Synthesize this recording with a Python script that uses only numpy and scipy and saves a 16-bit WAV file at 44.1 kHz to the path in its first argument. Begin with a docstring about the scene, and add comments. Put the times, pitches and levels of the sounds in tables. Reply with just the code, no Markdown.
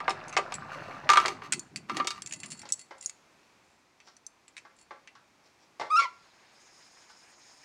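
"""A pressure cooker bubbles, low gurgle and bright popping, in a small, hard kitchen, heard by a phone held close.
Its metal lid clanks into the pot (struck modes and noise cracks) and muffles the bubbling; the handle bar clicks
as it is pressed shut, bangles jingle, and the gasket seals off the rest. Small knocks and brushes move on to the stove.
The gas burner then hisses faintly (flickering noise bands), and a dry metal joint squeaks (stick-slip tones)."""
import sys
import numpy as np
from scipy import signal
from scipy.fft import rfft, irfft
from scipy.io import wavfile
from scipy.ndimage import uniform_filter1d

SR = 44100
rng = np.random.default_rng(int(sys.argv[2]) if len(sys.argv) > 2 else 0)


def transcribe(signal):
    """Save signal, clipped to [-1, 1], as a 16-bit WAV file at the path in sys.argv[1]."""
    frames = np.atleast_2d(signal).T
    limited = np.clip(frames, -1, 1)
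    pcm = np.round(limited * 32767).astype(np.int16)
    wavfile.write(sys.argv[1], SR, pcm)


N = 337264
TIME = np.arange(N) / SR
RING_TIME = np.arange(SR // 3) / SR

# spectral outline of the popping and of the scraping rim: (frequency [Hz], gain [dB])
POP_COLOUR = [(200, -21.5), (450, -11), (700, -8), (1600, -3), (2000, -8), (2700, -7), (3200, -18),
              (4200, -14), (6000, -17.5), (9000, -28), (12000, -38.5), (16000, -38.5)]
# spectral outline of skin on the handle and of the squeak's rasp: (frequency [Hz], gain [dB])
RASP_COLOUR = [(40, -45), (500, 6), (1300, 6.5), (5500, 4), (8500, -16), (9700, -16), (11000, -26),
               (15500, -24)]


def undb(db):
    """Decibels to amplitude ratio."""
    return 10 ** (np.asarray(db) / 20)


def unit(x):
    """Scale to rms 1."""
    return x / np.sqrt(np.mean(x ** 2) + 1e-20)


def curves(table):
    """Columns of a table, joined by straight lines in time."""
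    s, *columns = np.transpose(table)
    return [np.interp(TIME, s, c) for c in columns]


def walk(rate_hz):
    """Smooth chance of rms 1: noise averaged twice over 1 / rate."""
    size = max(int(SR / rate_hz), 2)
    once = uniform_filter1d(rng.standard_normal(N), size)
    return unit(uniform_filter1d(once, size))


def colour(x, points):
    """Minimum-phase filter with the given (Hz, dB) outline, built from its cepstrum."""
    size = 2048
    hz, db = np.transpose(points)
    bin_hz = np.arange(size // 2 + 1) * SR / size
    gain = undb(np.interp(np.log(bin_hz + 1), np.log(hz), db))
    cepstrum = irfft(np.log(gain))
    # fold the cepstrum to make the filter causal
    cepstrum[1:size // 2] *= 2
    cepstrum[size // 2 + 1:] = 0
    impulse = irfft(np.exp(rfft(cepstrum)))
    return signal.fftconvolve(x, impulse)[:len(x)]


def splitter(edges_hz):
    """Butterworth filters for the bands below, between and above the edges."""
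    order = 4
    lowest = signal.butter(order, edges_hz[0], fs=SR, output="sos")
    inner = [signal.butter(order, pair, "band", fs=SR, output="sos") for pair in zip(edges_hz, edges_hz[1:])]
    highest = signal.butter(order, edges_hz[-1], "high", fs=SR, output="sos")
    return [lowest, *inner, highest]


FOUR_BANDS, TWO_BANDS = splitter([900, 1600, 4500]), splitter([4500])
HISS_BANDS = splitter([1500, 3000, 4700, 5700, 7300])


def fade(t, t60):
    """Exponential decay by 60 dB in t60, in the unit of t."""
    return np.exp(-np.log(1000) * t / max(t60, .002))


def add(out, s, sound):
    """Mix a sound in at s seconds."""
    start = max(int(s * SR), 0)
    out[start:start + len(sound)] += sound[:N - start]


def room(x, wet_db):
    """Close hard walls: a diffuse tail that dies slightly sooner in the treble."""
    t60_low_s, t60_high_s, gap_s = 0.32, 0.3, 0.0038
    t = TIME[:SR // 2]
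    tail = np.zeros(len(t))
    for sos, t60_s in zip(FOUR_BANDS, np.linspace(t60_low_s, t60_high_s, len(FOUR_BANDS))):
        tail += signal.sosfilt(sos, rng.standard_normal(len(t))) * fade(t, t60_s)
    # silent for one gap, then rising over a second
    tail *= np.clip(t / gap_s - 1, 0, 1)
    return x + undb(wet_db) * signal.fftconvolve(x, tail / np.linalg.norm(tail))[:N]


def ring(modes, detune=1 / 700, patchy_db=2):
    """Free decay of an object; every contact weights and detunes its modes differently."""
    out = np.zeros(len(RING_TIME))
    for (hz, db, t60_s), chance in zip(modes, rng.standard_normal((len(modes), 3))):
        gain = undb(db + patchy_db * chance[0]) * np.sign(chance[1])
        tone = np.sin(2 * np.pi * hz * (1 + detune * chance[2]) * RING_TIME)
        out += gain * tone * fade(RING_TIME, t60_s)
    return out


def crack(t60_s, dense_db, snap_db, snap_s):
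    """Noise for the snap of a contact and the crowd of short-lived modes that follows it."""
    envelope = undb(dense_db) * fade(RING_TIME, t60_s) + undb(snap_db) * fade(RING_TIME, snap_s)
    return rng.standard_normal(len(RING_TIME)) * envelope


def chatter(blow, span_s, bounce_db, count=5):
    """Metal never lands just once: a few weaker touches follow within milliseconds."""
    out = blow.copy()
    for when, size in rng.random((count, 2)):
        lag = 1 + int(span_s * SR * when)
        out[lag:] += undb(bounce_db) * (2 * size - 1) * blow[:-lag]
    return out


def strike(blow, bands, levels_db):
    """The spot that is hit sets the strength of each band over the first 8 ms."""
    attack = SR // 125
    parts = [signal.sosfilt(sos, blow) for sos in bands]
    return sum(p * undb(db) / np.std(p[:attack]) for p, db in zip(parts, levels_db))


def blow_levels(db, ring_db, treble_db, upper_db=3):
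    """Four band levels of a blow; the upper modes follow both the ring and the hardness of the contact."""
    follow = 0.3
    return [db, db + ring_db, db + upper_db + follow * (ring_db + treble_db), db + treble_db]


def effort(strokes):
    """Each stroke swells, holds and dies away; one shorter than the attack starts to fade before its full level."""
    attack_s, t60_s = 0.06, .12
    out = np.zeros(N)
    for s, length_s, db in strokes:
        attack = np.clip((TIME - s) / attack_s, 0, 1)
        out += undb(db) * attack * fade(np.clip(TIME - s - length_s, 0, 1), t60_s)
    return out


def rub(strokes, body, per_s, spread_db):
    """Tiny catches of uneven size keep a body ringing during each stroke."""
    when, rarity = rng.random((2, N))
    catches = (when < per_s / SR) * undb(-spread_db * np.log(np.maximum(rarity, .05)))
    return signal.fftconvolve(unit(catches) * effort(strokes), body / np.linalg.norm(body))[:N]


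def kitchen():
    """Quiet room air: coloured noise whose level drifts slowly."""
    # spectral outline of the air: (frequency [Hz], gain [dB])
    air_colour = [(15, -52.5), (25, -19), (87, -7.5), (363, -3), (451, -7.5), (818, -5), (887, -4),
                  (1650, -9.5), (2110, -9), (2480, -8), (2910, -14.5), (5280, -15.5), (6560, -17),
                  (7310, -20.5), (16000, -39)]
    level_db, drift_db = -65.5, 1.1
    return unit(colour(rng.standard_normal(N), air_colour)) * undb(level_db + drift_db * walk(2))


def bubbles(per_s, low_hz, high_hz, cycles, spread_db):
    """Bubbles ring briefly and rise slightly in pitch as they burst."""
    out = np.zeros(N)
    for when, pitch, rarity in rng.random((int(per_s * N / SR), 3)):
        hz = low_hz * (high_hz / low_hz) ** pitch
        age = np.linspace(0, 1, int(cycles * SR / hz))
        gain = undb(-spread_db * np.log(max(rarity, .02)))  # a few are loud
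        tone = np.sin(2 * np.pi * cycles * age * (1 + 0.011 * age))
        add(out, when * N / SR, gain * tone * fade(age, 1))
    return unit(out)


def simmer():
    """The lid first shuts in the bright popping; the gurgle, with surges of squeezed steam, lasts until the gasket seals."""
    # spectral outline of the gurgle: (frequency [Hz], gain [dB])
    gurgle_colour = [(30, -35), (60, -4), (95, 8.5), (180, -1), (350, 1.5), (550, -9.5), (1000, -25),
                     (3000, -60)]
    # steam squeezed past the closing lid: (start [s], length [s], full level [dB], resonance of the gap [Hz])
    surges = [(1.16, .17, -53.5, 405), (1.495, 0.084, -45.5, 303), (1.706, 0.084, -51, 229),
              (1.866, 0.157, -44.5, 322), (2.355, 0.19, -58.5, 192)]
    gap_q = 2.5
    open_gurgle_db, open_pop_db = -53.5, -45
    lid_in_s, lid_seated_s, lid_muffle_db = 1.264, 1.72, -19.5
    seal_from_s, sealed_s, gasket_db = 2.62, 3.05, -32
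    gurgle_muffle_share = .3  # the lid holds back the gurgle less than the popping

    low_bubbles = bubbles(per_s=750, low_hz=136.2, high_hz=440, cycles=20, spread_db=4)
    gurgle = colour(low_bubbles + .35 * rng.standard_normal(N), gurgle_colour)
    bright_bubbles = bubbles(per_s=1500, low_hz=520, high_hz=6000, cycles=20, spread_db=5)
    pops = colour(bright_bubbles + .4 * rng.standard_normal(N), POP_COLOUR)

    muffle_db = np.interp(TIME, [lid_in_s, lid_seated_s], [0, lid_muffle_db])
    seal_db = np.interp(TIME, [seal_from_s, sealed_s], [0, gasket_db])
    low = unit(gurgle) * undb(open_gurgle_db + gurgle_muffle_share * muffle_db)
    for *stroke, gap_hz in surges:
        steam = signal.lfilter(*signal.iirpeak(gap_hz, gap_q, fs=SR), gurgle)
        low = low + unit(steam) * effort([stroke])
    high = unit(room(pops, wet_db=-4.5)) * undb(open_pop_db + muffle_db)
    return undb(seal_db) * (low + high)


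def lid():
    """The rim scrapes and rattles into the pot's mouth; the hand damps every clank alike."""
    # lid against pot: (time [s], thud level [dB], ring of the dome over the thud [dB],
    #                   treble over the thud, high for a hard contact [dB])
    clanks = [(.003, -45.5, 10.5, -10.5), (0.0794, -23, 0, -29), (0.105, -33, -11, -9),
              (0.367, -23, -0.5, -12.5), (0.387, -26, -2.5, -76), (0.5219, -36, -12, -8.5),
              (1.0912, -27.5, 11, -4), (1.1012, -30.5, 12, 5), (1.118, -41, 18, 7),
              (1.1338, -36, 16.5, 5.5), (1.1576, -32.5, 10.5, -10), (1.1721, -25.5, 12.5, -4.5),
              (1.2001, -35.5, -1, -4.5), (1.252, -33.5, 7, -19), (1.259, -27.5, -12, -5),
              (1.281, -29.5, -8.5, -4.5), (1.42, -41, -1.5, -25), (1.8964, -39.5, 8.5, -9.5),
              (1.969, -36.5, -4, 1.5), (1.9995, -31.5, 8, -26), (2.0461, -39, -23, -10.5),
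              (2.0717, -42, 7.5, 13.5), (2.1058, -49, 11, 14)]
    # modes of the hand-held lid and pot: (frequency [Hz], level [dB], t60 [s])
    lid_modes = [(355, -11, 0.28), (399, -8.5, 0.2), (495, -12.5, 0.11), (780, -7, 0.098),
                 (963, -8.5, 0.12), (1190, 7.5, 0.09), (1247, -5, 0.15), (1328, -5, 0.21),
                 (1780, -25, 0.06), (2102, -3, 0.035), (2120, -15.5, 0.12), (2260, -4, 0.067),
                 (2840, -6, 0.051), (3250, -6, 0.08), (3680, -9, 0.11), (4504, -4.5, 0.041),
                 (4770, -20.5, 0.037), (5150, -18.5, 0.085), (5280, -6, 0.027), (6350, -1.5, 0.018)]
    # spectral outline of a clank: (frequency [Hz], gain [dB])
    lid_colour = [(25, -49.5), (70, -29), (200, -19), (450, -3.5), (900, 2), (2500, 4.5), (3600, -5),
                  (6500, -9.5), (9500, -20.5), (11500, -38), (16000, -40.5)]
    # rim dragging over the pot: (start [s], length [s], full level [dB])
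    scrapes = [(.66, .32, -52), (.705, 0.031, -39.5), (1.1, 0.21, -39), (1.42, 0.026, -35.5),
               (1.872, 0.135, -42), (2.1, 0.078, -47), (2.4, 0.059, -55)]

    rim = colour(ring(lid_modes) + crack(.04, dense_db=17, snap_db=18, snap_s=.002), POP_COLOUR)
    out = rub(scrapes, rim, per_s=1200, spread_db=6.5)
    for s, db, dome_db, treble_db in clanks:
        contact = crack(.05, dense_db=10, snap_db=14.5, snap_s=.0029)
        blow = ring(lid_modes, detune=.006, patchy_db=3) + chatter(contact, span_s=.013, bounce_db=-12.5)
        add(out, s, strike(colour(blow, lid_colour), FOUR_BANDS, blow_levels(db, dome_db, treble_db)))
    return room(out, wet_db=-16)


def handle():
    """Small metal parts snap over each other, each contact with a brief ping of its own; bangles jingle between them."""
    # handle bar, latch and other small metal parts: (time [s], treble level [dB], body over the treble [dB],
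    #                                                 ping [Hz], strength of the rebound [0-1])
    clicks = [(.095, -40, 1, 5400, 0.46), (0.282, -49, -6, 6420, 1), (0.327, -52, 8.5, 6200, 0.5),
              (0.3738, -37, 11, 5540, 0), (0.5406, -35.5, -12, 7760, 0.54),
              (1.5228, -24.5, -5.5, 8200, 0.52), (1.5943, -37, -15, 7070, 0), (1.76, -36.5, -3, 4560, 0.24),
              (2.2209, -38.5, -14, 8910, 0), (2.261, -40, -13, 7200, 0.87), (2.3103, -51, 4, 7100, 0.11),
              (2.3241, -36.5, -7.5, 6930, 0.83), (2.433, -44, 3, 7330, 0.17), (2.5188, -41, -8, 7400, 0.33),
              (2.617, -49.5, -2, 5580, 0.2), (2.69, -46, -7.5, 6960, 0.8), (2.7224, -23.5, -16.5, 7800, .3),
              (3.011, -45.5, -17, 7200, 0), (3.06, -28.5, -48, 6830, 0.12), (3.096, -40, -12, 6830, 0.05),
              (4.002, -70, 13.5, 5870, 0.35), (4.1667, -56, -14, 5940, 0), (4.2655, -40.5, -36, 6140, 0),
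              (4.4803, -54.5, -6, 7800, 0), (4.5672, -54, 8.5, 3810, 1), (5.0743, -67, 18.5, 6250, 0.05)]
    # modes of the bangles and small handle parts: (frequency [Hz], level [dB], t60 [s])
    bar_modes = [(2030, -7.5, 0.097), (2693, -9, 0.11), (3300, -17, 0.1), (4440, -10, 0.15),
                 (6930, -4, 0.027), (7500, -4.5, 0.047), (7370, -9, 0.09), (7600, -11.5, 0.051),
                 (9580, -2, 0.053)]
    # spectral outline of a click: (frequency [Hz], gain [dB])
    bar_colour = [(100, -59.5), (500, -9.5), (1300, 2), (2400, 12), (3500, 0.5), (5000, 1.5), (7800, 3),
                  (9900, -5.5), (11200, -26), (16000, -27.5)]
    # bangles trembling as the wrist moves: (start [s], length [s], full level [dB])
    jingles = [(2.26, .33, -51.5), (2.77, 0.025, -42), (2.975, 0.075, -46.5), (3.62, 0.16, -74),
               (4.74, 0.07, -64.5)]
    rebound_s = .012  # a part that snaps over touches again this much later
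    even_contact_s, body_db_per_doubling = .092, 11  # the more body a click has, the longer it lasts
    thin_body_db, thin_cut = -14.5, .77  # a click with less body is cut below this share of its ping

    # bangles only graze each other: hardly any snap, little body under the treble
    bangles = colour(ring(bar_modes) + crack(.04, dense_db=1, snap_db=6, snap_s=.003), bar_colour)
    bangles = strike(bangles, TWO_BANDS, [-17, 0])
    out = rub(jingles, bangles, per_s=150, spread_db=6.5)
    for s, db, body_db, hz, rebound in clicks:
        contact_s = np.clip(even_contact_s * 2 ** (body_db / body_db_per_doubling), .022, .1)
        for delay_s, size in [(0, 1), (rebound_s, rebound)]:
            ping = undb(12) * np.sin(2 * np.pi * hz * RING_TIME) * fade(RING_TIME, .022)
            # a quick release is nearly all snap; a longer contact sets the unlike parts ringing
            ringing = min(contact_s / .055, .8) * ring(bar_modes, detune=.012, patchy_db=3)
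            contact = crack(contact_s, dense_db=6, snap_db=15, snap_s=.006)
            blow = chatter(ringing + ping + contact, span_s=.0059, bounce_db=-9.5)
            # the lightest parts have little below their own high pitch
            if body_db < thin_body_db:
                blow = signal.sosfilt(signal.butter(4, thin_cut * hz, "high", fs=SR, output="sos"), blow)
            click = strike(colour(blow, bar_colour), TWO_BANDS, [db + body_db, db])
            add(out, s + delay_s, size * click)
    return room(out, wet_db=-21)


def knocks():
    """Softer, blunt contacts that fill the room; the hand brushes the handle between them."""
    # knocks and scuffs at the handle and stove: (time [s], thud level [dB], ring over the thud [dB],
    #                                             treble over the thud [dB])
    contacts = [(2.6317, -50.5, -3, -18), (2.6537, -50.5, -3, -1), (2.9084, -45, -2, -13.5),
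                (4.073, -66.5, 8, 7.5), (4.6502, -56, 2, -12), (4.9073, -43.5, -1, -19.5),
                (5.152, -66.5, 12, 3.5), (5.7966, -34, -12.5, -12), (5.8098, -33.5, -3.5, -14.5),
                (5.8265, -41.5, -7, -30), (7.0978, -65.5, 8.5, 2)]
    # modes of the stove body: (frequency [Hz], level [dB], t60 [s])
    stove_modes = [(345, -3, 0.12), (538, -12.5, 0.35), (715, -3.5, 0.051), (850, -0.5, 0.088),
                   (1160, 1.5, 0.075), (1350, -1.5, 0.17), (1850, -10.5, 0.2), (2096, 2.5, 0.073)]
    # spectral outline of a knock: (frequency [Hz], gain [dB])
    stove_colour = [(25, -69.5), (70, -23), (200, -17), (330, -6), (2100, 9.5), (3300, 0), (5600, -7.5),
                    (8000, -22), (16000, -56)]
    # hand brushing along the handle: (start [s], length [s], full level [dB])
    brushes = [(3.4, 0.046, -68), (4.02, 0.07, -61), (5.42, 0.046, -60), (5.58, 0.063, -66)]

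    skin = colour(crack(.01, dense_db=0, snap_db=0, snap_s=.003), RASP_COLOUR)
    out = rub(brushes, skin, per_s=1500, spread_db=4)
    for s, db, ring_db, treble_db in contacts:
        blow = ring(stove_modes) + crack(.11, dense_db=14.5, snap_db=-29, snap_s=.012)
        levels_db = blow_levels(db, ring_db, treble_db, upper_db=-4.5)
        add(out, s, strike(colour(blow, stove_colour), FOUR_BANDS, levels_db))
    return room(out, wet_db=-5.5)


def swell(start_s, rise_s, db):
    """A flow that sets in and settles at its full level."""
    return undb(db) * (1 - np.exp(-np.maximum(TIME - start_s, 0) / rise_s))


def burner():
    """The flame rushes at the ports, then the jet's high hiss joins as the gas opens fully; each band flickers on its own."""
    # spectral outline of the gas: (frequency [Hz], gain [dB])
    gas_colour = [(100, -13), (800, 7), (2300, 4), (3200, -2), (4600, 2.5), (5100, 13.5), (5700, 6),
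                  (6100, 3), (6450, 9.5), (7300, 2.5), (9300, -1), (10500, -15), (15500, -25)]
    flicker_db = 2.3
    rush = unit(colour(rng.standard_normal(N), gas_colour))
    bands = [signal.sosfiltfilt(sos, rush) * undb(flicker_db * walk(45)) for sos in HISS_BANDS]
    flame, jet = sum(bands[:3]), sum(bands[3:])
    early = (flame + undb(-10.5) * jet) * swell(start_s=5.7, rise_s=.45, db=-58.5)
    return early + jet * swell(start_s=6.51, rise_s=.05, db=-66.5)


def slip(table, overtones_db, rasp_db):
    """Stick-slip cycles; when the grip is rough their length and strength waver and they rasp."""
    hz, db, rough = curves(table)
    waver = 1 + .022 * rough * walk(900) + .002 * walk(120)
    phase = 2 * np.pi * np.cumsum(hz * waver) / SR
    flutter = undb(3 * rough * walk(130))
    # each slip lets go a little early or late, which smears the overtones
    smear = (.23 + .06 * rough) * walk(350)
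    overtones = np.zeros(N)
    for k, overtone_db in enumerate(overtones_db, 2):
        overtones += undb(overtone_db + 3 * walk(110)) * np.sin(k * (phase + smear))
    rasp = unit(colour(rng.standard_normal(N) * (1 + np.cos(phase)), RASP_COLOUR))
    rasp = rasp * rough ** 2 * undb(rasp_db)
    inside = 1. * (TIME > table[0][0]) * (TIME < table[-1][0])
    sounding = uniform_filter1d(inside, size=SR // 250)  # 4 ms ramps
    tone = np.sqrt(2) * (flutter * np.sin(phase) + (.5 + rough) * overtones)
    return sounding * undb(db) * (tone + rasp)


def squeak():
    """A dry metal joint sings as it is moved, then drops to a lower, ragged note."""
    # steady slip regime: (time [s], pitch [Hz], level [dB], roughness [0-1])
    steady_path = [(5.895, 1146, -65, 0.25), (5.905, 1148, -29, 0.42), (5.92, 1268, -24.5, 0),
                   (5.955, 1238, -19.5, 0), (5.97, 1346, -23, 0.8), (5.985, 1375, -17.5, 0),
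                   (6.0, 1370, -18, 0.04), (6.025, 1363, -44, .6)]
    # falling, ragged slip regime: (time [s], pitch [Hz], level [dB], roughness [0-1])
    ragged_path = [(5.985, 1200, -32, 0.82), (5.998, 1114, -26, 1), (6.02, 1112, -28.5, 1),
                   (6.045, 1105, -32, 1), (6.057, 990, -32, 0.55), (6.1, 1066, -67, 0.53)]
    steady = slip(steady_path, [-14, -23, -21.5, -30, -36, -33.5, -44], rasp_db=-19)
    ragged = slip(ragged_path, [-9.5, -20, -20.5, -25, -31, -38, -60], rasp_db=-13)
    return room(steady + ragged, wet_db=-14.5)


def scene():
    """All layers summed to one channel."""
    return (kitchen() + simmer() + lid() + handle() + knocks() + burner() + squeak())[None]


def record(dry):
    """The phone rounds the loudest peaks and cuts the top."""
    top_hz, ceiling = 15900, .7
    rounded = ceiling * np.tanh(dry / ceiling)
    return signal.sosfilt(signal.ellip(10, .2, 80, top_hz, fs=SR, output="sos"), rounded)


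dry = scene()
out = record(dry)
transcribe(out)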